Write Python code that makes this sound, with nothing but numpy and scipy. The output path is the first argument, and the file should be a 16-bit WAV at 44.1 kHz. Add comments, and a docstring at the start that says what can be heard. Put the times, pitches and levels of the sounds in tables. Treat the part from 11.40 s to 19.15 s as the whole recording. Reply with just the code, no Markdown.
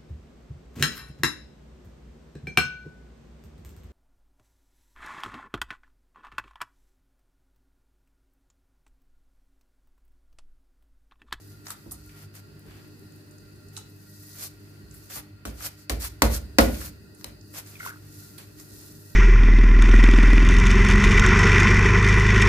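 """Slime on a kitchen counter

Hands gather soft slime, slap it on a stone counter and peel it off again, close to a phone.
Peeling is thousands of tiny random clicks; bubbles pop as short noise bursts; a fold squelches as
sliding tones. Slaps mix bursts of noise with rings of the counter, and a small hard room answers.
A fridge hums at multiples of the mains with a faint whine, over the quiet air of the room."""
import sys
import numpy as np
from scipy import signal
from scipy.fft import rfft, irfft, next_fast_len
from scipy.io import wavfile
from scipy.ndimage import uniform_filter1d

SR = 44100
rng = np.random.default_rng(int(sys.argv[2]) if len(sys.argv) > 2 else 0)


def unload_audio(sound):
    """Save the sound as a 16-bit wav file, at the path given as the first command line argument."""
    columns = np.transpose(np.atleast_2d(sound))
    # keep every value between -1 and 1, then stretch to whole-number steps
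    steps = np.round(np.clip(columns, -1, 1) * 32767)
    wavfile.write(sys.argv[1], SR, steps.astype(np.int16))


N = 341775

# slime tearing off skin or stone: loudest t/s, swell length/s, sag length/s, crackle level/dB,
# swell/dB, wet part against the crackle/dB
PEELS = [(0.321, 0.065, .015, -50.5, 8, 3), (0.546, .015, 0.014, -60, 5, 1),
         (0.83, 0.12, 0.024, -59, 10, 6), (0.967, 0.025, 0.035, -55.5, 6, 2),
         (1.31, .05, 0.17, -66.5, 9, 12), (2.38, 0.048, 0.035, -58.5, 6, 3),
         (3.035, 0.08, 0.039, -41.5, 12.5, -2), (3.769, 0.067, 0.029, -41.5, 8, 1),
         (4.262, 0.12, 0.017, -37, 29.5, 1), (4.397, 0.027, 0.05, -59.5, 7, -2),
         (4.644, 0.042, 0.031, -37, 9, 0.5), (4.946, .045, 0.03, -36.5, 12.5, 0.5),
         (5.462, 0.18, 0.03, -45.5, 5.5, 1), (6.185, 0.044, 0.019, -42.5, 9, 2.5),
         (6.274, 0.0077, .1, -55.5, 3, 0.5), (6.468, 0.075, 0.034, -46.5, 11, 3.5),
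         (7.003, .02, 0.042, -57.5, 2, 7.5), (7.203, .03, 0.023, -55.5, 7, -1)]
# slow stretching in the hands: t/s, crackle level/dB
STRETCH = [(0, -64.5), (.12, -63.5), (.21, -70.5), (.45, -67), (.7, -66), (.9, -83), (1.2, -79), (1.7, -73),
           (2.3, -72.5), (2.55, -68), (2.94, -54), (3.1, -74), (3.3, -68.5), (3.45, -76), (3.57, -61),
           (3.7, -62.5), (3.85, -84), (5.73, -81), (5.8, -62), (6.0, -77), (6.12, -62.5), (6.59, -67),
           (6.8, -56.5), (6.97, -61.5), (7.13, -66), (7.42, -54.5), (7.63, -60.5)]
# faint wet rustle in the middle range: t/s, level/dB
RUSTLE = [(0, -67), (1.1, -66), (2.1, -69), (2.6, -72), (3.2, -65.5), (3.9, -66), (5.5, -65), (5.7, -84),
          (6.1, -84), (6.35, -56), (6.6, -64), (7.75, -74)]
# tone colour of the crackle: f/Hz, level/dB
CRACKLE_COLOUR = [(2000, -50), (3200, -11.5), (4300, -3), (6500, -1.5), (8800, -2.5), (10500, -16),
                  (13000, -37)]
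# tone colour of the finest air pockets: f/Hz, level/dB
FINE_COLOUR = [(7000, -45), (9000, -15.5), (10300, -6), (11900, -1.5), (15200, -5), (15700, -32.5)]
# tone colour of the wet part: f/Hz, level/dB
WET_COLOUR = [(200, -57.5), (500, -0.5), (900, -3), (1500, 2), (2600, -0.5), (3600, -6.5), (6000, -60.5)]
# single bubbles bursting: t/s, tick level/dB, tick centre f/Hz, low part level/dB, low part f/Hz,
# left minus right/dB, rise/s
POPS = [(0.2676, -32, 5600, -32, 1360, -1, 0.00012), (0.2808, -36, 8350, -40, 1300, 0, .003),
        (.304, -23.5, 9400, -29, 1440, 2, .0001), (.3052, -34.5, 4350, -50, 2300, -3, 0.00054),
        (.3174, -33, 11900, -49, 1420, -3, .0002), (0.51, -34, 9620, -44, 4300, 0, 0.00091),
        (.515, -25.5, 11100, -44, 900, -1.5, 0.0069), (.661, -41.5, 11400, -60, 900, 2, .0002),
        (.6918, -55, 8860, -46, 2110, 3, .0036), (.952, -40, 10400, -49, 1400, 8, .0002),
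        (1.1935, -42.5, 12100, -60, 1390, -4, .0002), (1.5935, -47, 11300, -63, 1380, 1, .0002),
        (1.7212, -51, 8490, -60, 1380, -4, .0002), (1.761, -44, 11900, -64, 1890, -2, .0002),
        (1.9105, -47, 8900, -67, 1380, -2, .0002), (1.983, -51, 7330, -68, 1540, -9, .0002),
        (2.2848, -46, 8100, -63, 1390, -1, .0002), (2.3663, -28.5, 7400, -34, 3330, -8, .00015),
        (2.3724, -29, 7340, -39, 980, -2, 0.0024), (2.4978, -47, 11900, -65, 1400, 0, .0002),
        (3.0346, -33, 12100, -54, 2520, 0, .0002), (3.511, -41.5, 7000, -59, 1500, -6, .0001),
        (3.54, -38.5, 11900, -53, 1530, 2, .005), (3.658, -43, 12200, -56, 1420, 0, .0002),
        (3.761, -35, 10900, -39, 950, 16, .002), (4.206, -49, 12300, -36, 1580, 10, 0.0016),
        (5.3428, -35, 12900, -33.5, 2640, 5, .0012), (5.4135, -39, 11600, -31.5, 1320, 6, .002),
        (5.7465, -48, 8600, -68, 1830, -9, 0.002), (5.8113, -45, 5220, -44, 1480, 7, .0001),
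        (6.0097, -49, 5440, -68, 1360, -8, .0008), (6.261, -46, 7530, -45, 1460, 0, .001),
        (6.98, -35, 11100, -40, 3300, -7, .003), (7.197, -39.5, 7000, -50, 1840, -4, 0.0025)]
# strong spurts of air squeezed out of a fold: t/s, relative level/dB, starting cavity f/Hz
SQUELCH = [(6.354, -37.5, 2440), (6.366, -42, 2250), (6.399, -32.5, 2080), (6.404, -28.5, 1420),
           (6.449, -30, 1390), (6.462, -24.5, 1025), (6.477, -33, 1440), (6.824, -46, 1430)]
# small spurts between and after them: t/s, relative level/dB, upper resonance against the lower/dB
SPUTTER = [(6.41, -37, 3), (6.445, -37, -1), (6.49, -31.5, -11), (6.53, -38.5, -14), (6.58, -53, -14)]
# the lump landing on stone: t/s, crack level/dB, smack relative level/dB, smack f/Hz,
# second smack resonance against the first/dB, counter ring level/dB, thump level/dB,
# thud level/dB, thud tilt/dB per octave, crack t60/s
SLAPS = [(4.0530, -27, -28, 1400, -12, -43, -30, -40, -2, 0.079),
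         (4.4964, -15.5, -29, 2200, 0, -29, -20.5, -32.5, 2, 0.051),
         (4.82, -5, -6, 960, 1, -14.5, -12.5, -21.5, 1.5, 0.034),
         (5.1850, -3.5, -8.5, 1290, -15, -7, -13.5, -14.5, 2.5, 0.033),
         (5.8436, -19.5, -38, 900, -6, -44, -43, -47.5, -1, 0.017)]
# dense wet thud of the lump, band by band: centre f/Hz, relative level/dB, t60/s
THUD_BANDS = [(167.5, -8, 0.96), (251.7, 2.5, 0.36), (334, -5, 0.43), (530, 1.5, 0.31), (724, -2.5, 0.16),
              (1165, 1.5, 0.071), (1850, 3, 0.041), (2660, -18.5, 0.19), (4200, -12, .12)]
# ringing modes of the counter: f/Hz, relative level/dB, t60/s before a cap
COUNTER_MODES = [(230, -20.5, 5.0), (289.2, 10.5, 0.1), (458, 31.5, 0.34), (531.4, 3.5, 0.21),
                 (756, -40, 0.55), (837, -19.5, 0.13), (1020, -23.5, 0.33), (1066, -24, 0.41),
                 (1142, 4, 0.087), (1270, -20, 0.3), (1380, -20, 0.41), (1450, 10, 0.33)]
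# low modes of cabinet and room: f/Hz, relative level/dB, t60/s before a cap
THUMP_MODES = [(45.7, -19, .55), (56.5, -3.5, 0.52), (72.2, 3.5, 0.82), (99.8, -13.5, 0.47),
               (144.3, -17, .25)]
# hands resting or bumping on the counter: t/s, thump level/dB, knock level/dB
BUMPS = [(0.456, -43, -39), (0.526, -50, -44), (1.252, -48, -46), (3.42, -42, -53), (3.76, -50, -40),
         (7.299, -50, -48)]
# how long the room rings in each band: centre f/Hz, t60/s
ROOM = [(120, 0.44), (420, 0.35), (1100, 0.3), (2900, 0.36), (7700, 0.19), (14000, 0.074)]
# fridge hum: multiple of the mains frequency, level/dB rms around which it wavers
HUM = [(2, -52.5), (3, -59), (4, -64.5), (6, -59.5), (8, -68.5)]
# fridge whine: centre f/Hz, width/Hz, level/dB rms around which it wavers
WHINE = [(600.5, 20, -71.5), (1400, 51, -67), (1532, 53, -73), (1897, 27, -71), (2028, 29, -75.5),
         (2586, 140, -72), (4260, 93, -78), (4760, 420, -71)]
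# tone colour of the air in the room: f/Hz, relative level/dB per Hz
AIR_COLOUR = [(15, -50), (25, -18.5), (104, -4), (240, -7), (400, -7), (510, -22), (923, -27),
              (1380, -29.5), (1910, -20.5), (2240, -66), (2780, -25), (3100, -40), (4060, -31), (4770, -37),
              (15600, -33)]
# how alike left and right are: f/Hz, likeness/0-1
ALIKE = [(60, 0.02), (150, 0.89), (300, 0.47), (640, 0.4), (1300, 0), (16000, 0)]
# tone colour of the phone's microphone: f/Hz, level/dB
MIC = [(20, -1), (1300, 0), (1600, -1.5), (2000, -1.5), (2400, -1), (3100, -0.5), (4000, 4), (5000, 3.5),
       (15200, -1), (15900, -23.5), (20000, -21.5)]

# a tear catches, swells to its loudest, sags, lets go at once and leaves a few strings crackling
CATCH_S, SAG_DB, LET_GO_S, STRINGS_DB, STRINGS_DB_PER_S = .012, 6.5, 0.017, -21, 200
# the lump settles after each landing: level for a 0 dB thud, share of the thud's dB, fade, wet part
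SETTLE_DB, SETTLE_SHARE, SETTLE_DB_PER_S, SETTLE_WET_DB = -21.5, 0.73, 257.5, 7.5
STRETCH_WET_DB, FINE_DB = -8, 4.5  # wet part and finest pockets against the crackle
POP_T60_S, T60_PER_RISE = 0.024, 3.3  # a bubble that opens slowly also rings longer
FAINT_PER_S, FAINT_DB = 4, -57  # tiny bubbles that tick at random; lowest level
SPUTTER_GAP_S, SPUTTER_HZ, SPUTTER_SCATTER_DB = 0.0081, 1405, 1.5
UPPER_DB, SPURT_T60_S = -12, 0.025  # upper resonance of the cavity in strong spurts; fade of all spurts
SMACK_UPPER = 2.12  # second smack resonance, multiple of the first
LANDING_PLACE = .335  # along the counter, 0-1
ROOM_DB, AIR_DB, MAINS_HZ, TOP_HZ = -9.5, -53.5, 50.2, 16400

SIZE = next_fast_len(N + SR)  # padded, so that filter tails do not wrap round
HZ = np.maximum(np.arange(SIZE // 2 + 1) * SR / SIZE, 1)
TIME = np.arange(N) / SR


def peel():
    """Air pockets tear open thousands of times a second, in uneven sizes and slight flurries."""
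    dry_gain, wet_gain = tearing()
    sizes = undb(1.5 * rng.exponential(1, (2, N)))
    tears = (rng.random((2, N)) < 9000 / SR) * rng.standard_normal((2, N)) * sizes
    slurps = (rng.random((2, N)) < 6000 / SR) * rng.standard_normal((2, N))
    flurry, fine_flurry, wet_flurry = (undb(1.2 * walk(rate)) for rate in (70, 110, 50))
    crackle = level(shape(tears, undb(on_hz(CRACKLE_COLOUR))), -0.37) * flurry
    fine = level(shape(tears, undb(on_hz(FINE_COLOUR))), -1.18) * fine_flurry * undb(FINE_DB)
    wet = level(shape(ports(*slurps), undb(on_hz(WET_COLOUR))), -2.1) * wet_flurry
    return (crackle + fine) * dry_gain + wet * wet_gain


def tearing():
    """Gains of the crackle and its wet part: stretching, tears and settling add up as power."""
    crackle = undb(np.interp(TIME, *np.transpose(STRETCH))) ** 2
    rustle = undb(np.interp(TIME, *np.transpose(RUSTLE))) ** 2
    wet = crackle * undb(STRETCH_WET_DB) ** 2 + rustle
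    curves = []
    for loudest, swell_s, sag_s, db, swell_db, wet_db in PEELS:
        start, end = loudest - swell_s, loudest + sag_s
        gone = end + LET_GO_S
        # the points in time must never run backwards
        s = np.maximum.accumulate([start - CATCH_S, start, loudest, end, gone, gone + 1])
        steps = [-swell_db - 20, -swell_db, 0, -SAG_DB, STRINGS_DB, STRINGS_DB - STRINGS_DB_PER_S]
        curves.append((s, db + np.array(steps), wet_db))
    for slap in SLAPS:
        thud_db = slap[-3]
        settle_db = SETTLE_DB + SETTLE_SHARE * thud_db - np.array([30, 0, SETTLE_DB_PER_S])
        curves.append((slap[0] + np.array([0, .02, 1.02]), settle_db, SETTLE_WET_DB))
    for s, db, wet_db in curves:
        power = undb(np.interp(TIME, s, db, left=-200)) ** 2
        crackle = crackle + power
        wet = wet + power * undb(wet_db) ** 2
    return np.sqrt(crackle), np.sqrt(wet)


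def pops():
    """Each bubble: a bright tick around its own pitch and a duller click of the collapsing skin."""
    out = np.zeros((2, N))
    for s, db, hz, low_db, low_hz, pan_db, rise_s in list(POPS) + faint():
        t60 = POP_T60_S + T60_PER_RISE * rise_s
        tick = undb(db) * burst(hz / 1.31, hz * 1.31, t60, rise_s)
        click = undb(low_db) * burst(low_hz / 1.38, low_hz * 1.36, 0.81 * t60, rise_s)
        add(out, s, (tick + click) * undb([[pan_db / 2], [-pan_db / 2]]))
    return out


def faint():
    """Tiny bubbles as rows like POPS: random moment, size, pitch and side."""
    chance = rng.random((80, 4))
    at = np.cumsum(-np.log(1 - chance[:, 0]) / FAINT_PER_S)  # random waits
    rows = []
    for s, (_, size, pitch, side) in zip(at, chance):
        if s < TIME[-1]:
            rows.append((s, FAINT_DB + 6 * size, 7000 + 5000 * pitch, FAINT_DB - 14, 1400,
                         8 * (side - .5), .0002))
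    return rows


def squelch():
    """Each spurt of air rings two resonances of the little cavity in the fold, sliding up as it shrinks."""
    out = np.zeros((2, N))
    t, decay = fade(SPURT_T60_S, longest_s=.125)
    swell = 1 - np.exp(-(t / 0.0013) ** 2)  # the walls give way, so the ring swells for a moment
    for s, db, hz, upper_db in spurts():
        turn = 2 * np.pi * hz * t * (1 + 3.0 * t) + np.array([[0], [1.6]])  # phase at left and right
        tones = np.sin(turn) + undb(upper_db) * np.sin(1.4 * turn)
        add(out, s, undb(db) * tones * decay * swell * 1.6)
    return out


def spurts():
    """Strong spurts and an uneven sputter of small ones: t/s, relative level/dB, f/Hz, upper/dB."""
    s, db, upper_db = np.transpose(SPUTTER)
    chance = rng.standard_normal((40, 3))
    at = s[0] + SPUTTER_GAP_S * (np.arange(len(chance)) + 0.255 * chance[:, 0])
    small_db = np.interp(at, s, db) + SPUTTER_SCATTER_DB * chance[:, 1]
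    small_hz = SPUTTER_HZ * (1 + 0.047 * chance[:, 2])
    small = np.transpose([at, small_db, small_hz, np.interp(at, s, upper_db)])
    strong = [tuple(row) + (UPPER_DB,) for row in SQUELCH]
    return strong + list(small[at < s[-1]])


def slaps():
    """Smack and crack of trapped air, thud and ring of the counter; the low thump swells more slowly."""
    cracks, body, lows = np.zeros((2, N)), np.zeros((2, N)), np.zeros(N)
    t, decay = fade(0.0083, longest_s=.125)
    for s, db, smack_db, smack_hz, upper_db, ring_db, thump_db, thud_db, tilt_db, t60 in SLAPS:
        add(cracks, s, undb(db) * burst(1800, 16000, t60))
        # the air cushion under the lump bounces briefly
        turn = 2 * np.pi * smack_hz * t + np.array([[0], [.8]])
        bounce = np.sin(turn) - undb(upper_db) * np.sin(SMACK_UPPER * turn)
        add(cracks, s, -undb(smack_db) * bounce * decay * (1 - np.exp(-t / 0.0003)) * 2)
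        for hz, band_db, band_t60 in THUD_BANDS:
            gain = undb(thud_db + band_db + tilt_db * np.log2(hz / 500))
            add(body, s, gain * burst(hz / 1.25, hz * 1.25, band_t60, longest_s=.5))
        add(body[0], s, undb(ring_db) * ring(COUNTER_MODES, LANDING_PLACE, .0015, .45))
        add(lows, s, undb(thump_db) * ring(THUMP_MODES, 0.6796, 0.024, 1.0))
    for s, db, knock_db in BUMPS:
        add(lows, s, undb(db) * ring(THUMP_MODES, .7, .03, .75))
        add(body, s, undb(knock_db) * burst(80, 330, 0.18, 0.0035))
    # the thump travels through the slab and shakes the right port a little harder
    return cracks + heard(body), lows * undb([[-.8], [.8]])


def ring(modes, place, rise_s, most_t60):
    """Modes of a struck body; the landing place favours some of them; peak 1."""
    out = np.zeros(SR)
    for k, (hz, db, t60) in enumerate(modes):
        t, decay = fade(min(t60, most_t60))
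        gain = -undb(db) * np.sin(np.pi * place * (k + 1))
        add(out, 0, gain * np.sin(2 * np.pi * hz * t) * decay * (1 - np.exp(-t / rise_s)))
    return out / np.abs(out).max()


def burst(lo_hz, hi_hz, t60, rise_s=.0001, longest_s=.125):
    """A band of noise that starts with a snap or short swell and dies, peak 1, different at each port."""
    t, decay = fade(t60, longest_s)
    sos = signal.butter(2, [lo_hz, hi_hz], "bandpass", fs=SR, output="sos")
    x = rng.standard_normal((2, len(t)))
    x[0, 4], x[1, 8] = -6, -6  # the snap, four samples later on the right
    x = signal.sosfilt(sos, x * decay * (1 - np.exp(-t / rise_s)))
    return x / np.abs(x).max(axis=1, keepdims=True)


def heard(pair):
    """Like ports, but through causal filters, so that nothing sounds before a blow."""
    low, high = (signal.butter(1, 700, kind, fs=SR, output="sos") for kind in ("low", "high"))
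    middle = signal.sosfilt(low, pair[0]) + 0.85 * signal.sosfilt(high, pair[0])
    side = signal.sosfilt(high, pair[1])
    return middle + 1.4 * np.array([side, -side])


def room(x):
    """Hard kitchen walls: a dense tail of noise, each band dying at its own speed."""
    tail, t = np.zeros((2, SR)), np.arange(SR) / SR
    edges = [40] + [np.sqrt(a[0] * b[0]) for a, b in zip(ROOM, ROOM[1:])] + [18000]
    rise = 1 - np.exp(-(t / 0.004) ** 2)
    for (hz, t60), lo, hi in zip(ROOM, edges, edges[1:]):
        sos = signal.butter(2, [lo, hi], "bandpass", fs=SR, output="sos")
        band = signal.sosfilt(sos, rng.standard_normal((2, SR)))
        tail += band * np.exp(-np.log(1000) * t / t60) * rise
    tail = ports(*np.pad(tail, ((0, 0), (0, N - SR))))
    tail = tail / np.sqrt((tail ** 2).sum(axis=1).mean())  # unit energy
    return shape(x.mean(axis=0), rfft(tail, SIZE)) * undb(ROOM_DB)


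def fridge():
    """Wavering mains multiples, narrow whining bands of noise, the air of the room and a far rumble."""
    hum, whine = np.zeros((2, N)), np.zeros((2, N))
    for k, db in HUM:
        phase = 6 * rng.random() + np.array([[0], [k * 0.053]])
        waver = undb(db + 3.3 * walk(32))
        hum += np.sqrt(2) * waver * np.sin(2 * np.pi * k * MAINS_HZ * TIME + phase)
    for hz, width, db in WHINE:
        peak = 1 / (1 + ((HZ - hz) / (width / 2)) ** 2)
        whine += level(shape(rng.standard_normal((2, N)), peak), db) * undb(1.5 * walk(7))
    air = shape(ports(*rng.standard_normal((2, N))), undb(on_hz(AIR_COLOUR)))
    air = level(air, AIR_DB) * undb(2.37 * walk(2.0))
    # far rumble through the cabinet comes and goes
    rumble = shape(rng.standard_normal(N), 1 / (1 + ((HZ - 58) / 16) ** 4))
    rumble = level(rumble, -64.5) * undb(3.5 * walk(10))
    return hum + whine + air + rumble


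def ports(a, b):
    """Two unrelated signals heard by two ports, as alike in each frequency range as ALIKE says."""
    alike = np.clip(on_hz(ALIKE), 0, 1)
    mid = shape(a, np.sqrt((1 + alike) / 2))
    side = shape(b, np.sqrt((1 - alike) / 2))
    return np.array([mid + side, mid - side])


def undb(db):
    """Decibels to gain."""
    return 10 ** (np.asarray(db) / 20)


def on_hz(points):
    """Values joined by lines on a log-frequency axis."""
    hz, value = np.transpose(points)
    return np.interp(np.log(HZ), np.log(hz), value)


def shape(x, gain):
    """Filter by a gain per frequency."""
    return irfft(rfft(x, SIZE) * gain, SIZE)[..., :N]


def level(x, db):
    """Set the rms level, a kind of average loudness."""
    return x * undb(db) / np.sqrt(np.mean(x ** 2))


def walk(rate):
    """A slow random drift: noise averaged twice over 1 / rate seconds; spread 1."""
    k = int(SR / rate)
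    x = uniform_filter1d(uniform_filter1d(rng.standard_normal(N), k), k)
    return x / x.std()


def fade(t60, longest_s=.75):
    """Time axis and exponential decay of a ring, which falls by 60 dB in t60 seconds."""
    t = np.arange(int(longest_s * SR)) / SR
    return t, np.exp(-np.log(1000) * t / t60)


def add(out, s, sound):
    """Mix a sound in at time s."""
    i = int(s * SR)
    n = min(sound.shape[-1], out.shape[-1] - i)
    out[..., i:i + n] += sound[..., :n]


def scene():
    """Near sounds with their room, over the steady background."""
    hits, lows = slaps()
    bubbles, fold, skin = pops(), squelch(), peel()
    shaded = .5 * fold  # the hands cup the fold and shade it from the walls
    echoes = room(hits + 1.8 * bubbles + shaded + 0.72 * skin)
    return hits + bubbles + fold + skin + echoes + lows + fridge()


def record(dry):
    """The phone drops the deepest bass, colours the tone, clips peaks past full scale and cuts the top."""
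    coloured = shape(dry, undb(on_hz(MIC)))
    x = signal.sosfilt(signal.butter(3, 36, "highpass", fs=SR, output="sos"), coloured)
    top_cut = signal.ellip(12, .2, 100, TOP_HZ, fs=SR, output="sos")
    return signal.sosfilt(top_cut, np.clip(x, -1, 1))


dry = scene()
out = record(dry)
unload_audio(out)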